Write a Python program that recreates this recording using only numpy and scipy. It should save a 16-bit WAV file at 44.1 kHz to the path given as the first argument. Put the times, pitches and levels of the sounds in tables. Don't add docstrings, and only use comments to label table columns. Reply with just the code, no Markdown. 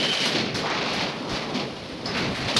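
import sys
import numpy as np
from scipy import signal
from scipy.fft import rfft, irfft
from scipy.io import wavfile
from scipy.ndimage import uniform_filter1d

SR = 44100
rng = np.random.default_rng(int(sys.argv[2]) if len(sys.argv) > 2 else 0)


def persist_wave(psi):
    counts = np.round(np.clip(psi, -1, 1) * 32767).astype(np.int16)
    wavfile.write(sys.argv[1], SR, np.atleast_2d(counts).T)


N = 114219


# (frequency [Hz], relative level per Hz [dB])
HISS_COLOUR = [(290, -60), (500, 7), (1000, -4), (1800, -6.5), (3600, -7), (5200, -9), (7500, -37.5),
               (9500, -26.5), (12000, -36)]
HISS_DB = -41

# (time [s], rumble level [dB], deep bass level [dB])
DRIVE_LEVELS = [(0.0, -31.5, -68), (0.06, -35.5, -58), (0.1, -30, -54), (0.16, -44, -54),
                (0.22, -34.5, -69), (0.47, -28.5, -41), (0.5, -31, -51), (0.55, -29, -36),
                (0.66, -35.5, -49), (1.02, -31.5, -46), (1.14, -36.5, -54), (1.17, -35.5, -53),
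                (1.28, -35, -51), (1.34, -34, -32), (1.38, -35, -50), (1.49, -38, -43),
                (1.57, -31.5, -52.5), (1.82, -38, -47), (1.85, -37.5, -46), (2.16, -33, -42.5),
                (2.31, -28.5, -39), (2.35, -33.5, -45), (2.47, -32.5, -36), (2.5, -33.5, -56),
                (2.57, -30, -43), (2.59, -31, -53)]
# (frequency [Hz], relative level per Hz [dB])
RUMBLE_COLOUR = [(95, -41), (135, -1.5), (178, -2), (248, -1.5), (384, -6.5), (430, -6), (900, -23.5),
                 (1500, -23), (3300, -120)]
# (frequency [Hz], relative level per Hz [dB])
DEEP_BASS_COLOUR = [(13, -47), (22, -19), (43, -17), (120, -5), (160, -23), (260, -120)]

# (time [s], level [dB])
SQUEAL_LEVELS = [(0, -22), (.035, -34), (.055, -27), (.08, -30), (.11, -25), (.16, -31), (.205, -27.5),
                 (.25, -30), (.3, -43), (.4, -58)]
# (time [s], frequency [Hz])
SQUEAL_GLIDE = [(0, 3000), (.04, 3060), (.17, 3060), (.22, 2970), (.27, 2900)]
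SQUEAL_WIDTH_HZ, SQUEAL_TONE_DB = 230, -2

# (time [s], main level [dB], low part level [dB], treble level [dB])
RATTLE_LEVELS = [(0.0, -20, -31.5, -41), (0.17, -26, -34, -44.5), (0.25, -20.5, -32, -41.5),
                 (0.4, -23.5, -28.5, -50.5), (0.54, -35, -41, -69), (0.55, -30, -32, -52),
                 (0.61, -29.5, -38, -55), (0.64, -31.5, -19, -57), (0.71, -27, -44, -59),
                 (0.72, -27.5, -33, -61), (0.89, -25.5, -25, -54), (1.04, -25.5, -28, -59),
                 (1.16, -36.5, -33, -59), (1.27, -37, -29, -59), (1.36, -28, -29.5, -57),
                 (1.52, -36.5, -30, -59), (1.57, -26.5, -28, -59), (1.7, -38, -35, -59),
                 (1.95, -39.5, -47, -59), (2.04, -39.5, -36, -61), (2.06, -36.5, -37, -52),
                 (2.14, -32, -43, -60), (2.15, -28, -33, -57), (2.2, -26.5, -30, -60),
                 (2.34, -33.5, -28.5, -53), (2.36, -30, -37, -48), (2.54, -23.5, -23.5, -50),
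                 (2.55, -26.5, -29, -45)]
# (frequency [Hz], relative level per Hz [dB])
RATTLE_TONE = [(250, -72), (530, 0), (900, -12.5), (1560, -1), (2140, 0.5), (4430, 1.5), (6400, -15),
               (7950, -37), (12000, -69)]
RATTLE_PER_S, RATTLE_SCATTER_DB, RATTLE_T60_S = 700, 2, 0.066

# (start [s], crack level [dB], centre [Hz], width [Hz],
# crack t60 [s], hall tail against the crack [dB])
SNAP_PARTS = [(2.055, -27, 4770, 1100, 0.057, -10), (2.055, -34.5, 5100, 201, 0.32, -9),
              (2.565, -15.5, 4060, 1500, 0.083, -7), (2.564, -15, 3240, 4820, 0.057, -10),
              (2.563, -23, 660, 1130, .03, -7), (2.566, -32, 9000, 4930, 0.038, -7)]
SNAP_TAIL_T60_S = 0.59

# (start [s], first tick [dB], thud [dB], body [dB], knock [dB], clack [dB],
# ring [dB], sizzle [dB], rise time [s])
BLOWS = [(0.033, -7, -50, -27, -32, -24, -24, -52, 0.0029),
         (0.1274, -13, -40, -27, -28, -19, -15.5, -37, 0.0043),
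         (0.202, -15, -24, -32, -31, -25, -16.5, -36, 0.0023),
         (0.2534, -13.5, -29, -25, -31.5, -30, -16, -30, 0.0026),
         (0.3474, -13.5, -19, -31, -29.5, -22, -24, -58, 0.0019),
         (0.4194, -21, -35, -46, -37, -30, -36, -69, 0.005),
         (0.4694, -31, -31, -47, -38, -24, -52, -77, 0.0058),
         (0.5444, -21, -27, -26, -26, -37, -15, -34, 0.0089),
         (0.6574, -11, -49, -18.5, -24, -33, -30, -65, 0.005),
         (0.6998, -6, -50, -21, -23, -30, -24, -67, 0.0021),
         (0.7474, -18, -33, -24, -32, -26, -33, -69, 0.0039),
         (0.8094, -11, -45, -38, -45, -20.5, -34, -60, 0.005),
         (0.8594, -16.5, -49, -24, -42, -21, -43, -56, 0.0038),
         (0.896, -21, -30, -34, -30, -32, -39, -49, 0.0031),
         (0.9306, -13.5, -49, -35, -28, -28, -21.5, -36.5, 0.004),
         (1.008, -14, -31, -26.5, -28, -25, -25.5, -43, 0.005),
         (1.0684, -34, -40, -26, -40, -45, -33, -60, 0.004),
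         (1.293, -20, -27, -31.5, -29, -34, -20, -45, 0.0054),
         (1.3194, -21, -23.5, -36, -37, -36, -27, -46, 0.0042),
         (1.349, -12.5, -44, -24.5, -28, -27, -24.5, -45, 0.0062),
         (1.5446, -16, -26.5, -28, -34, -25, -21.5, -44.5, 0.0077),
         (1.6294, -48, -24, -40, -40, -40, -52, -60, 0.005),
         (2.058, -19, -32, -26, -33, -37, -23, -47, 0.0044),
         (2.0794, -14, -39, -27, -29, -37, -38, -58.5, 0.005),
         (2.1497, -10.5, -31, -23, -25, -20, -31, -45, 0.005),
         (2.1685, -10, -24.5, -33, -26, -19.5, -21, -37.5, 0.013),
         (2.349, -11, -51, -29, -25.5, -30, -29, -38, 0.012),
         (2.4775, -14, -39, -29, -33, -21.5, -34, -42, 0.0024)]
# (low edge [Hz], high edge [Hz], crack t60 [s], hall tail t60 [s],
# hall tail against the crack [dB])
BLOW_BANDS = [(144, 428, 0.042, 0.77, -7.5), (328, 1276, 0.068, 0.89, -7), (1195, 2450, 0.049, 1, -5.5),
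              (2193, 2760, 0.032, 0.63, -12), (3190, 5730, 0.014, 0.34, -9.5),
              (6500, 11650, 0.013, 0.31, -7.5)]
TICK_T60_S, TICK_SHARE_DB = 0.018, -16
ATTACK_S = .0012

TOP_HZ = 11900


def undb(db):
    return 10 ** (np.asarray(db) / 20)


def unit(x):
    return x / np.sqrt(np.mean(x ** 2))


def over_time(table, col):
    rows = np.array(table)
    return np.interp(np.arange(N) / SR, rows[:, 0], rows[:, col])


def curve(table, col):
    return undb(over_time(table, col))


def colour(x, table):
    rows = np.array(table, float)
    hz = np.maximum(np.arange(len(x) // 2 + 1) * SR / len(x), 1)
    gain_db = np.interp(np.log(hz), np.log(rows[:, 0]), rows[:, 1])
    return unit(irfft(rfft(x) * undb(gain_db), len(x)))


def bandpass(x, lo_hz, hi_hz):
    sos = signal.butter(3, [lo_hz, hi_hz], "band", fs=SR, output="sos")
    return signal.sosfilt(sos, x)


def walk(rate):
    hold = int(SR / rate)
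    steps = np.repeat(rng.standard_normal(N // hold + 1), hold)
    smooth = uniform_filter1d(uniform_filter1d(steps, hold), hold)
    return unit(smooth[:N])


def decay(start_s, t60_s, attack_s=ATTACK_S):
    t = np.maximum(np.arange(N) / SR - start_s, 0)
    rise = 1 - np.exp(-t / max(attack_s, .0003))
    fall = np.exp(-2 * np.log(1000) * t / t60_s)
    return rise * fall


def burst(power, lo_hz, hi_hz):
    noise = np.sqrt(power * SR / 2 / (hi_hz - lo_hz)) * rng.standard_normal(N)
    return bandpass(noise, lo_hz, hi_hz)


def hiss():
    return colour(rng.standard_normal(N), HISS_COLOUR) * undb(HISS_DB)


def drive():
    rumble = colour(rng.standard_normal(N), RUMBLE_COLOUR)
    rumble = rumble * curve(DRIVE_LEVELS, 1) * undb(1.53 * walk(16))
    deep = colour(rng.standard_normal(N), DEEP_BASS_COLOUR)
    deep = deep * curve(DRIVE_LEVELS, 2) * undb(1.7 * walk(11))
    return rumble + deep


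def squeal():
    pitch_hz = over_time(SQUEAL_GLIDE, 1)
    spin = np.exp(2j * np.pi * np.cumsum(pitch_hz) / SR)
    sos = signal.butter(2, SQUEAL_WIDTH_HZ / 2, fs=SR, output="sos")
    slow = signal.sosfilt(sos, rng.standard_normal((2, N)))
    blur = unit(slow[0]) + 1j * unit(slow[1])
    whistle = ((blur + undb(SQUEAL_TONE_DB)) * spin).real
    return unit(whistle) * curve(SQUEAL_LEVELS, 1)


def rattle():
    chance, size = rng.random((2, N))
    ticks = (chance < RATTLE_PER_S / SR) * undb(-2 * RATTLE_SCATTER_DB * np.log(size + .03))
    keep = np.exp(-2 * np.log(1000) / (RATTLE_T60_S * SR))
    power = signal.lfilter([1], [1, -keep], ticks) + 1e-9
    grains = unit(np.sqrt(power) * rng.standard_normal(N))
    main = colour(grains, RATTLE_TONE) * curve(RATTLE_LEVELS, 1) * undb(0.42 * walk(20))
    treble = unit(bandpass(grains, 4000, 10400)) * curve(RATTLE_LEVELS, 3)
    low = unit(bandpass(grains, 356, 1236)) * curve(RATTLE_LEVELS, 2)
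    return main + treble + low * undb(-4 + 0.6 * walk(21.6))


def latch():
    out = 0
    for start, db, centre, width, crack_t60, tail_db in SNAP_PARTS:
        power = decay(start, crack_t60) + undb(2 * tail_db) * decay(start, SNAP_TAIL_T60_S)
        out = out + undb(db) * burst(power, centre - width / 2, centre + width / 2)
    return out


def clacks():
    tick_power = sum(undb(2 * blow[1]) * decay(blow[0], TICK_T60_S) for blow in BLOWS)
    out = undb(TICK_SHARE_DB) * burst(tick_power, 1540, 5400)
    for b, (lo_hz, hi_hz, crack_t60, tail_t60, tail_db) in enumerate(BLOW_BANDS):
        power = 0
        for start, _, *band_db, rise in BLOWS:
            crack = decay(start, crack_t60, rise)
            tail = undb(2 * tail_db) * decay(start, tail_t60, rise)
            power = power + undb(2 * band_db[b]) * (crack + tail)
        out = out + burst(power, lo_hz, hi_hz)
    return out


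def scene():
    background = hiss() + drive()
    machine = squeal() + undb(-4) * rattle() + latch() + undb(-3.5) * clacks()
    return (background + machine)[None]


def record(dry):
    return signal.sosfilt(signal.ellip(10, .2, 80, TOP_HZ, fs=SR, output="sos"), dry)


dry = scene()
out = record(dry)
persist_wave(out)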